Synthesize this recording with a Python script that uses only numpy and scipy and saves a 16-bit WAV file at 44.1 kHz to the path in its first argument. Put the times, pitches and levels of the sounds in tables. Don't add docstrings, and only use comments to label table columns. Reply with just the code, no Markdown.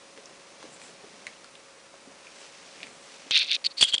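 import sys
import numpy as np
from scipy import signal
from scipy.fft import rfft, irfft
from scipy.io import wavfile
from scipy.ndimage import uniform_filter1d

SR = 44100
rng = np.random.default_rng(int(sys.argv[2]) if len(sys.argv) > 2 else 0)


def output_pcm(signal):
    pcm = np.clip(np.atleast_2d(signal).T, -1, 1) * 32767
    wavfile.write(sys.argv[1], SR, np.round(pcm).astype(np.int16))


N = 176400
TIME = np.arange(N) / SR


def fingers():
    # t/s, level/dB
    rub_stroke = [(3.306, -59), (3.311, -22.5), (3.332, -26), (3.35, -19), (3.362, -16.5), (3.379, -18.5),
                  (3.386, -25), (3.42, -22.5), (3.445, -34), (3.468, -41.5), (3.485, -33.5), (3.507, -28.5),
                  (3.515, -20.5), (3.535, -26), (3.55, -23), (3.565, -30.5), (3.58, -85)]
    scrape_strokes = [
        [(3.638, -71), (3.643, -32), (3.652, -25), (3.657, -30), (3.665, -19.5), (3.672, -32.5), (3.68, -62),
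         (3.684, -66)],
        [(3.692, -66), (3.707, -47), (3.718, -42), (3.73, -62)],
        [(3.768, -51), (3.779, -29.5), (3.789, -32), (3.797, -28.5), (3.806, -34), (3.812, -18.5),
         (3.83, -27.5), (3.842, -38), (3.862, -47)],
        [(3.868, -48), (3.893, -33), (3.908, -38), (3.918, -49)],
        [(3.925, -50), (3.935, -44), (3.948, -32), (3.962, -45), (3.97, -57)],
    ]
    squeak_strokes = [
        [(3.803, -42), (3.81, -32), (3.824, -21), (3.83, -23), (3.837, -18.5), (3.853, -38), (3.862, -36),
         (3.89, -29), (3.908, -42), (3.915, -61)],
        [(3.918, -37), (3.928, -36), (3.938, -27.5), (3.949, -24.5), (3.955, -52.5), (3.962, -65), (3.97, -72)],
        [(3.976, -63.5), (3.982, -23), (3.987, -48), (3.993, -47), (4.0, -48)],
    ]
    crunch_strokes = [
        [(3.806, -53), (3.81, -28), (3.819, -23), (3.824, -42), (3.832, -27.5), (3.841, -23), (3.85, -47)],
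        [(3.928, -55), (3.934, -40), (3.944, -34), (3.953, -50), (3.958, -61)],
    ]
    # f/Hz, level/dB
    rub_colour = [(300, -46.5), (1100, -21.5), (1900, -12), (2600, 2.5), (3050, -3.5), (3650, 5),
                  (4550, -1), (5100, -11), (5900, -12.5), (7800, -32.5), (9400, -25), (10200, -57)]
    scrape_colour = [(400, -39), (1200, -26), (2400, -5), (3400, -3), (4600, 11.5), (5300, -14.5),
                     (7200, -26), (9500, -17.5), (10300, -34)]
    squeak_colour = [(400, -37), (1400, 3), (2300, -3), (3100, 20.5), (4000, -2), (4600, 10), (5400, -16),
                     (6300, -2), (7500, 5), (8800, -9), (10200, -20)]
    crunch_colour = [(500, 5), (1500, -7), (2600, 9.5), (4800, 3), (5600, -12), (6600, 2.5), (9400, 12),
                     (10200, -13)]
    # f/Hz, width/Hz, level/dB
    rub_modes = [(2500, 150, -22), (3575, 39, 14), (3800, 60, -17), (4330, 56, -2)]
    scrape_modes = [(4560, 260, 13), (4390, 140, -10)]
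    squeak_modes = [(3310, 84, 9), (3200, 240, -1), (7340, 260, -25)]
    rub = friction(rub_colour, rub_modes, slips_per_s=1150,
                   ring_db=-11.5, even_s=0.0099, crackle_db=1, flicker_db=12.5)
    scrape = friction(scrape_colour, scrape_modes, slips_per_s=750,
                      ring_db=-5, even_s=0.005, crackle_db=4.5, flicker_db=10)
    squeak = friction(squeak_colour, squeak_modes, slips_per_s=600,
                      ring_db=4.5, even_s=0.0032, crackle_db=-2, flicker_db=10.5)
    crunch = friction(crunch_colour, scrape_modes, slips_per_s=910,
                      ring_db=-3.5, even_s=0.0069, crackle_db=3, flicker_db=-1)
    rub *= envelope(rub_stroke)
    scrape *= sum(map(envelope, scrape_strokes))
    squeak *= sum(map(envelope, squeak_strokes))
    crunch *= sum(map(envelope, crunch_strokes))
    low_cut = signal.butter(2, 1300, "high", fs=SR, output="sos")
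    return signal.sosfilt(low_cut, rub + scrape + squeak + crunch)


def friction(spectrum, modes, slips_per_s, ring_db, even_s, crackle_db, flicker_db):
    count, slip_spread_db, grain_spread_db, grit_db = 8000, 4, 7, -16
    clumps_per_s, flickers_per_s, treble_hz = 280, 130, 5400
    onsets = (np.cumsum(rng.gamma(2, 0.5, count)) / slips_per_s * SR).astype(int)
    inside = onsets < N
    sizes = from_db(slip_spread_db * np.clip(rng.standard_normal(count), -2, 1))
    grains = np.zeros(N)
    for hz in np.linspace(1500, 10000, 16):
        share = from_db(grain_spread_db * np.minimum(rng.standard_normal(count), 1.5))
        kicks = sizes * share * rng.choice([-1, 1], count)
        grains += resonate(np.bincount(onsets[inside], kicks[inside], N), hz, width_hz=440)
    drive = unit_rms(grains) + from_db(grit_db) * rng.standard_normal(N)
    ringing = sum(from_db(db) * unit_rms(resonate(drive, hz, width_hz)) for hz, width_hz, db in modes)
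    snaps = unit_rms(colour(drive, spectrum))
    dull = signal.sosfiltfilt(signal.butter(4, treble_hz, fs=SR, output="sos"), snaps)
    flicker = from_db(flicker_db * np.minimum(drift(flickers_per_s), 1))
    treble = (snaps - dull) * flicker
    clumps = from_db(crackle_db * drift(clumps_per_s))
    return even(clumps * (dull + treble + from_db(ring_db) * unit_rms(ringing)), even_s)


def knocks():
    # t/s, relative level/dB
    hits = [(3.3097, -7), (3.811, -7.5), (3.8152, -11), (3.8272, 1.5), (3.832, -12), (3.8388, -12.5),
            (3.943, -6)]
    # f/Hz, level/dB
    casing_colour = [(30, -8.5), (150, -2), (500, -1), (1200, -1.5), (2200, -1), (3250, 17), (4300, -31),
                     (5500, 3), (8000, -2), (10000, -18)]
    clicks = np.zeros(N)
    for start_s, db in hits:
        add(clicks, start_s, from_db([db]))
    return from_db(6.5) * colour(clicks, casing_colour)


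def chirps():
    # t/s, hold/s, level/dB, f/Hz
    squeals = [(3.647, 0.0024, -21.5, 4490), (3.6625, .002, -26, 4450), (3.664, 0.0032, -14, 4560),
               (3.675, 0.0016, -35, 3700), (3.7825, .003, -25, 4600), (3.81, 0.0047, -18, 4490),
               (3.8239, 0.0081, -11, 3470), (3.8455, 0.0084, -18.5, 3350), (3.856, 0.0024, -22, 3150),
               (3.9256, 0.0021, -22, 3130), (3.935, 0.01, -19, 3187), (3.9456, 0.006, -17.5, 3273),
               (3.947, 0.0049, -30, 7260), (3.961, .0015, -22.5, 3300), (3.9804, 0.0013, -21.5, 3310)]
    attack_s, t60_s = 0.00055, 0.01
    out, t = np.zeros(N), TIME[:SR // 10]
    waver_hz = 70 * drift(500)
    roughness = from_db(0.5 * drift(700))
    for start_s, hold_s, db, hz in squeals:
        span = slice(int(start_s * SR), int(start_s * SR) + len(t))
        decay_db = 60 * np.maximum(t - hold_s, 0) / t60_s
        shape = np.minimum(t / attack_s, 1) * from_db(db - decay_db)
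        tone = roughness[span] * np.sin(2 * np.pi * np.cumsum(hz + waver_hz[span]) / SR)
        add(out, start_s, shape[:len(tone)] * tone)
    return out


def ticks():
    # t/s, peak level/dB, f/Hz, width/Hz, snap re body/dB
    contacts = [(0.1755, -32.5, 1980, 1300, -5), (0.257, -36, 5500, 1300, -20), (0.628, -32, 1000, 1200, 0),
                (0.816, -35.5, 2540, 700, 2), (1.2676, -24, 2020, 1080, -6), (1.4439, -34, 1430, 347, 0.5),
                (1.553, -38, 2800, 1000, -8), (2.269, -35.5, 2430, 600, -12), (2.804, -36, 2570, 900, -15),
                (2.8305, -22.5, 2450, 980, -15), (2.868, -33, 2480, 900, -4)]
    out = np.zeros(N)
    for start_s, db, hz, width_hz, snap_db in contacts:
        crunch = burst(t60_s=0.015)
        body = resonate(resonate(crunch, hz, width_hz), hz, 2 * width_hz)
        snap = resonate(crunch, hz=3650, width_hz=2900)
        tick = unit_rms(body) + from_db(snap_db) * unit_rms(snap)
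        add(out, start_s, from_db(db) * tick / np.abs(tick).max())
    return out


def bumps():
    # t/s, peak level/dB, f/Hz, width/Hz
    contacts = [(0.174, -44, 271, 262), (0.182, -40.5, 420, 129), (0.628, -46, 415, 200),
                (0.641, -40, 364, 200), (0.652, -37, 320, 330), (0.888, -41, 398, 180),
                (1.038, -38, 360, 353), (1.94, -39, 410, 298), (2.073, -41, 282, 110),
                (2.881, -47, 270, 280), (3.26, -43, 290, 201)]
    out = np.zeros(N)
    for start_s, db, hz, width_hz in contacts:
        puff = burst(t60_s=0.028)
        bump = resonate(resonate(puff, hz, width_hz), hz, 2 * width_hz)
        add(out, start_s, from_db(db) * bump / np.abs(bump).max())
    return out


def room(x):
    tail = burst(t60_s=0.08) * (TIME[:SR // 5] > 0.005)
    return signal.fftconvolve(x, tail / np.sqrt(np.sum(tail ** 2)))[:N]


def hand_brushing():
    # t/s, level/dB
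    brush_curve = [(0, -56.5), (0.55, -55.5), (0.66, -51.5), (0.76, -55), (0.82, -52), (0.9, -52.5),
                   (0.95, -55.5), (1.22, -53.5), (1.3, -53), (1.5, -58), (1.7, -58.5), (2.12, -58),
                   (2.27, -53.5), (2.42, -49.5), (2.55, -52.5), (2.78, -50), (3.0, -55.5), (3.12, -49.5),
                   (3.26, -51.5), (3.6, -56), (3.75, -70), (4, -61)]
    air_swishes = [
        [(0.68, -72), (0.74, -50), (0.78, -65), (0.83, -51), (0.9, -56), (0.93, -70)],
        [(2.3, -69), (2.4, -55), (2.6, -75), (2.8, -62), (3.1, -60.5), (3.3, -66)],
    ]
    shuffle_curve = [(0, -62), (0.24, -56.5), (0.45, -59), (0.68, -55), (0.95, -57), (1.2, -56.5),
                     (1.55, -62), (1.9, -67), (2.15, -57), (2.45, -62.5), (2.85, -54.5), (3.1, -61),
                     (3.3, -61.5), (4, -64)]
    # f/Hz, level/dB
    brush_colour = [(150, -30.5), (400, -1), (1200, -5), (2500, -1), (3600, -3), (6000, -3), (10000, -19.5)]
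    air_colour = [(2000, -25), (5000, -19), (7500, 13), (9500, 2)]
    shuffle_colour = [(30, -25), (90, -14), (170, -0.5), (240, 0.5), (450, -2.5), (750, -2.5), (2000, -22)]
    grain = rng.standard_normal(N) * from_db(1.6 * drift(350))
    lumps = rng.standard_normal(N) * from_db(1.5 * drift(30))
    brush = envelope(brush_curve) * unit_rms(colour(grain, brush_colour))
    air = sum(map(envelope, air_swishes)) * unit_rms(colour(rng.standard_normal(N), air_colour))
    shuffle = envelope(shuffle_curve) * unit_rms(colour(lumps, shuffle_colour))
    return brush + air + shuffle


def hiss_and_hum():
    # f/Hz, level/dB
    hiss_colour = [(15, -64), (25, -21.5), (181, -18), (284, -9.5), (546, -5.5), (795, -10.5), (1070, -6.5),
                   (1490, -10), (2580, -11), (3000, -16), (4480, -15), (10000, -18.5), (13000, -61),
                   (22000, -120)]
    hiss_db, hum_db = -54.5, -63
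    hiss = unit_rms(colour(rng.standard_normal(N), hiss_colour))
    hum_hz = 551.5 + 2.21 * drift(9.9)
    hum = np.sqrt(2) * np.sin(2 * np.pi * np.cumsum(hum_hz) / SR)
    return from_db(hiss_db) * hiss + from_db(hum_db) * hum


def from_db(db):
    return 10 ** (np.asarray(db) / 20)


def unit_rms(x):
    return x / np.sqrt(np.mean(x ** 2) + 1e-20)


def envelope(curve):
    times_s, db = np.transpose(curve)
    return from_db(np.interp(TIME, times_s, db)) * (TIME >= times_s[0]) * (TIME <= times_s[-1])


def drift(rate_hz):
    return unit_rms(np.interp(TIME * rate_hz, np.arange(4000), rng.standard_normal(4000)))


def colour(x, points):
    size = 4096
    hz, db = np.transpose(points)
    grid_hz = np.maximum(np.arange(size // 2 + 1) * SR / size, 1)
    gain = from_db(np.interp(np.log(grid_hz), np.log(hz), db))
    cepstrum = irfft(np.log(gain))
    cepstrum[1:size // 2] *= 2
    cepstrum[size // 2 + 1:] = 0
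    return signal.fftconvolve(x, irfft(np.exp(rfft(cepstrum))))[:len(x)]


def resonate(x, hz, width_hz):
    radius = np.exp(-np.pi * width_hz / SR)
    feedforward = np.array([1, 0, -1]) * (1 - radius ** 2) / 2
    feedback = [1, -2 * radius * np.cos(2 * np.pi * hz / SR), radius ** 2]
    return signal.lfilter(feedforward, feedback, x + 1e-18)


def even(x, window_s):
    power = uniform_filter1d(x ** 2, max(int(window_s * SR), 2))
    return x / np.sqrt(np.abs(power) + 1e-12)


def add(track, start_s, sound):
    start = int(start_s * SR)
    track[start:start + len(sound)] += sound[:N - start]


def burst(t60_s):
    t = TIME[:SR // 5]
    return rng.standard_normal(len(t)) * from_db(-60 * t / t60_s)


def scene():
    handling = fingers() + knocks() + chirps()
    contacts = ticks() + bumps()
    reflections = from_db(-7.5) * room(contacts)
    background = hiss_and_hum() + hand_brushing()
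    return (handling + contacts + reflections + background)[None]


def record(dry):
    cutoff_hz = 10150
    return signal.sosfilt(signal.ellip(12, 0.2, 75, cutoff_hz, fs=SR, output="sos"), dry)


dry = scene()
out = record(dry)
output_pcm(out)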